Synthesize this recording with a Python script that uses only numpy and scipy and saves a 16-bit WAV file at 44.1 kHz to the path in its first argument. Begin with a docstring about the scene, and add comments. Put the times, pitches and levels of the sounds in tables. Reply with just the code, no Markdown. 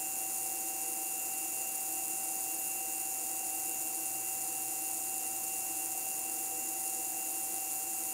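"""From the start, a close, free-running dental handpiece blows air and water mist: the jet hisses,
splutters and pulses once a shaft turn; the gears whine, their speed hunting about 7 times a second.
Underneath, suction sings one steady note over a hollow roar and a low hum.
The top bearing whistles flare four times from 1.1 to 3.7 s. One low hum line is raised
from about 3.5 to 6 s. The whistles flare once more at 7.3 s."""
import sys
import numpy as np
from scipy import signal
from scipy.fft import rfft, irfft, next_fast_len
from scipy.io import wavfile

SR = 44100
rng = np.random.default_rng(int(sys.argv[2]) if len(sys.argv) > 2 else 0)


def output_pcm(signal):
    """Save a mono or channel-first signal as 16-bit PCM at the path in sys.argv[1].

    Samples are clipped to [-1, 1] before scaling.
    """
    pcm = np.clip(np.atleast_2d(signal).T, -1, 1) * 32767
    wavfile.write(sys.argv[1], SR, np.round(pcm).astype(np.int16))


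N = 358533
SHAFT_HZ, BAND_LIMIT_HZ = 153.25, 15740

# jet spectrum: f/Hz, relative level/dB
JET_SLOPE_DB = [(2500, -38.0), (3200, -19.5), (4200, -12.5), (5300, -8.5), (6400, -1.66), (7700, -11.5),
                (9000, -11.5), (10400, -3), (12600, -2), (14000, -1.5), (15700, -4)]
# nozzle and head resonances: f/Hz, width/Hz, lift/dB
NOZZLE_MODES = [(4760, 240, 3.5), (6786, 370, 6.4), (7180, 674, 12.5), (8334, 1386, 16.5), (9190, 320, 6),
                (9548, 616, 15), (10020, 400, 8.5), (10810, 750, 5.5), (12180, 590, 6), (12997, 123, 3.0)]
# water break-up's part of the jet power: f/Hz, share/1
WATER_POWER_SHARE = [(3000, 0.35), (4800, 0.45), (7000, 0.16), (8300, 0.44), (9200, 0.97), (10000, 0.87),
                     (10700, 0.48), (14000, 0.34)]
# gear mesh tones: shaft order/1, relative level/dB, share of swell and throb/1
MESH_ORDERS = [(17, -5.5, .3), (18, 0, 1)]
# gear whine drift, before swell and throb: t/s, level/dB
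MESH_LEVEL_DB = [(0.0, -53), (0.2, -55.5), (2.1, -54), (2.3, -56.5), (2.8, -52.8), (3.3, -57.4), (3.5, -55),
                 (4.3, -56), (6.3, -54.9), (6.8, -58), (7.0, -55), (8.13, -56.5)]
# bearing tones at mean speed, before trim and flares: f/Hz, level/dB
BEARING_LINES = [(5525, -67), (5774, -69), (6339, -62), (6504, -57.5), (7429, -56.6), (7822, -59),
                 (10801, -58.3), (11731, -56.8), (13398, -52), (13660, -52.3), (13800, -58), (14335, -55),
                 (14977, -55)]
# flares of the top whistles: t/s, lift/dB
WHISTLE_FLARES = [(1.14, 2.8), (1.85, 1.8), (2.66, 3.3), (3.65, 3.6), (7.29, 1.5)]
# impeller note, overtones and side tones: f/Hz, level/dB
IMPELLER_LINES = [(769.7, -50), (1329, -72), (1540, -76.5), (1605, -84), (1675, -77), (1927, -78),
                  (2010, -71.5), (2309, -68), (3352, -79)]
# suction roar spectrum: f/Hz, relative level/dB
ROAR_SLOPE_DB = [(20, -20.5), (40, -16), (75, -6), (160, -6.5), (240, -0.5), (580, 0), (1000, -1.5),
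                 (1200, -13), (2300, -8.5), (3200, -12), (4200, -41)]
# hose and cabinet resonances: f/Hz, width/Hz, lift/dB
DUCT_MODES = [(325.9, 38.3, 12.2), (351.8, 18, 7), (376, 15, 0.5), (488.7, 18.5, 10), (679, 41, 6.5),
              (733.3, 25.6, 11.5), (796, 87, 7), (1358, 450, 6), (2020, 61, 6)]
# standing waves, suction unit to microphone: f/Hz, width/Hz, lift/dB
ROOM_MODES = [(102, 18, -4), (213, 14, 3.5), (279, 12, -6), (372, 10, -8), (426, 13, -5), (584, 20, -5.5),
              (650, 7.4, -4), (914, 16, -6)]
# mains and motor hum: f/Hz, level/dB
HUM_LINES = [(49.2, -80.5), (248.2, -73), (320.8, -62.8), (924.5, -76.5)]
# strong low hum line: t/s, level/dB
DRONE_LEVEL_DB = [(0, -74), (3.3, -73.5), (3.6, -70), (5.8, -71), (6.5, -73.5)]
# microphone port balance: f/Hz, left minus right level/dB
PORT_BALANCE_DB = [(100, 0.5), (320, -3), (520, -3), (770, 1.6), (920, -2), (1100, -0.2), (2480, -0.5),
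                   (2600, -4), (2780, -2.5), (2900, 0)]
# left-right difference signal: f/Hz, peak level/dB re the mono mix
STEREO_WIDTH_DB = [(50, -16), (300, -20), (770, -22), (1300, -25), (1900, -47), (2700, -25), (3400, -43),
                   (4500, -48), (7300, -34), (8700, -14.5), (10000, -35), (13500, -42)]


def jet(clock_s, level_db=-36.95, air_pulse=0.064, water_pulse=0.16, splutter_db=4.6, surge_db=0.7):
    """Smooth air and millisecond water bursts share one nozzle; the spinning tip chops both."""
    turn = np.cos(2 * np.pi * SHAFT_HZ * clock_s)
    air = rng.standard_normal(N) * (1 + air_pulse * turn)
    feed = 2.05 * np.tanh(wander(rate_hz=390) / 2.05)  # the thin water feed bounds burst size
    bursts = gain_of(splutter_db * feed + surge_db * wander(rate_hz=21))
    water = unit_rms(rng.standard_normal(N) * bursts * (1 + water_pulse * turn))
    share = np.clip(over_freq(WATER_POWER_SHARE), 0, 1)
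    flow = filtered(air, np.sqrt(1 - share)) + filtered(water, np.sqrt(share)) + droplets()
    return gain_of(level_db) * unit_rms(filtered(flow, response(JET_SLOPE_DB, NOZZLE_MODES)))


def droplets(rate_hz=350, spread_db=3, re_flow_db=-13):
    """Single drops tick as they tear from the tip."""
    size = gain_of(spread_db * np.minimum(rng.exponential(1, N), 2))
    polarity = rng.choice([-1, 1], N)
    onsets = rng.random(N) < rate_hz / SR
    return gain_of(re_flow_db) * unit_rms(size * polarity * onsets)


def shaft_speed(hunt_hz=7.0, depth_rms=0.0018, jitter_rms=0.0006):
    """Speed over mean speed: holds, sags, recovers; sags vary in length and depth."""
    cycles = np.cumsum(hunt_hz * (1 + 0.24 * wander(rate_hz=hunt_hz))) / SR
    sag = np.exp(0.9 * np.cos(2 * np.pi * cycles))
    depth = depth_rms * (1 + 0.25 * wander(rate_hz=3))
    return 1 - depth * unit_rms(sag - sag.mean()) + jitter_rms * wander(rate_hz=16.1)


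def gears(clock_s, speed, swell_exponent=62, throb_db=1.1):
    """The mesh whines, throbs a little and swells with shaft speed."""
    surge = gain_of(throb_db * wander(rate_hz=6)) * speed ** swell_exponent
    whine = sum(gain_of(db) * surge ** share * tone(order * SHAFT_HZ, clock_s, 0.15, flutter_hz=22)
                for order, db, share in MESH_ORDERS)
    return gain_of(over_time(MESH_LEVEL_DB)) * whine


def bearings(clock_s, trim_db=-0.5, follow=0.85, flare_s=0.13, flare_hz=13600, flare_width_hz=700):
    """Thin whistles partly follow the shaft; higher ones flutter and rasp more."""
    t_s, whistles = np.arange(N) / SR, np.zeros(N)
    bearing_clock_s = t_s + follow * (clock_s - t_s)
    flare_db = sum(db * np.exp(-((t_s - at_s) / flare_s) ** 2) for at_s, db in WHISTLE_FLARES)
    for hz, db in BEARING_LINES:
        height = (hz / BAND_LIMIT_HZ) ** 2
        flare_share = np.exp(-((hz - flare_hz) / flare_width_hz) ** 2)
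        rasp_share = np.clip(0.45 * height, 0, 1)
        line = tone(hz, bearing_clock_s, flutter=0.3 + 0.6 * height, flutter_hz=25)
        rasp = tone(hz, bearing_clock_s, flutter=10, flutter_hz=260)  # narrow-band noise
        whistle = np.sqrt(1 - rasp_share) * line + np.sqrt(rasp_share) * rasp
        whistles += gain_of(db + flare_share * flare_db) * whistle
    return gain_of(trim_db) * whistles


def suction(roar_db=-51.9, drift_rms=0.00066):
    """An impeller's steady note over air rushing through a hose."""
    clock_s = np.cumsum(1 + drift_rms * wander(rate_hz=3)) / SR
    note = sum(gain_of(db) * tone(hz, clock_s, flutter=0.11, flutter_hz=9) for hz, db in IMPELLER_LINES)
    roar = filtered(rng.standard_normal(N), response(ROAR_SLOPE_DB, [*DUCT_MODES, *ROOM_MODES]))
    return note + gain_of(roar_db) * unit_rms(roar)


def hum(drone_hz=121.5):
    """Mains and motor lines, wavering slowly."""
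    t_s = np.arange(N) / SR
    lines = [*HUM_LINES, (drone_hz, over_time(DRONE_LEVEL_DB))]
    return sum(gain_of(db) * tone(hz, t_s, flutter=0.18, flutter_hz=3) for hz, db in lines)


def stereo_width(mono, t60_s=0.17):
    """A faint left-right phase difference that widens the sound in some bands."""
    kernel = rng.standard_normal(N) * gain_of(-60 * np.arange(N) / SR / t60_s)
    ripple = np.tanh(2 * unit_rms(rfft(kernel, next_fast_len(N)).real))
    return filtered(mono, 1j * ripple * gain_of(over_freq(STEREO_WIDTH_DB)))


def tone(hz, clock_s, flutter, flutter_hz):
    """A line of rms 1 on a machine's clock, fluttering in level and phase."""
    count = int(2 * flutter_hz * N / SR) + 2
    knots = rng.standard_normal((2, N // 10))[:, :count]
    real, imag = (np.interp(np.arange(N), np.linspace(0, N, count), row) for row in knots)
    phase_rad = 2 * np.pi * hz * clock_s
    return unit_rms((1 + flutter * real) * np.cos(phase_rad) + flutter * imag * np.sin(phase_rad))


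def wander(rate_hz):
    """Random motion of rms 1, up to about rate_hz."""
    size = next_fast_len(N // 16)
    hz = np.fft.rfftfreq(size, N / SR / size)
    slow = irfft(rfft(rng.standard_normal(size)) / (1 + (hz / rate_hz) ** 4), size)
    return unit_rms(np.interp(np.arange(N), np.linspace(0, N, size), slow))


def response(slope, modes):
    """Gain per bin: a slope plus one bell per mode."""
    lift_db = sum(db * 2 ** -((2 * (bins_hz() - hz) / width_hz) ** 2) for hz, width_hz, db in modes)
    return gain_of(over_freq(slope) + lift_db)


def filtered(x, gain):
    """Applies a gain per bin."""
    size = next_fast_len(N)
    return irfft(rfft(x, size) * gain, size)[..., :N]


def over_freq(points):
    """Joins (f/Hz, value) points on a log axis."""
    hz, value = np.transpose(points)
    return np.interp(np.log(bins_hz() + 1), np.log(hz + 1), value)


def over_time(points):
    """Joins (t/s, value) points linearly."""
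    t_s, value = np.transpose(points)
    return np.interp(np.arange(N) / SR, t_s, value)


def bins_hz():
    """Bins of the full-length spectrum."""
    return np.fft.rfftfreq(next_fast_len(N), 1 / SR)


def gain_of(db):
    """dB to amplitude."""
    return 10 ** (np.asarray(db) / 20)


def unit_rms(x):
    """Scales to rms 1."""
    return x / np.sqrt(np.mean(x ** 2) + 1e-20)


def scene():
    """All sources mixed to mono, then balanced left-right by band and widened."""
    speed = shaft_speed()
    clock_s = np.cumsum(speed) / SR  # time as the shaft counts it
    mono = jet(clock_s) + gears(clock_s, speed) + bearings(clock_s) + suction() + hum()
    sides = np.array([[1], [-1]])
    balance = gain_of(sides * over_freq(PORT_BALANCE_DB) / 2)
    return filtered(mono, balance) + sides * stereo_width(mono)


def record(dry):
    """Steep low-pass at the band limit."""
    taps = signal.firwin(4095, BAND_LIMIT_HZ, window=("kaiser", 9), fs=SR)
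    return signal.oaconvolve(dry, taps[None], "same", axes=1)


dry = scene()
out = record(dry)
output_pcm(out)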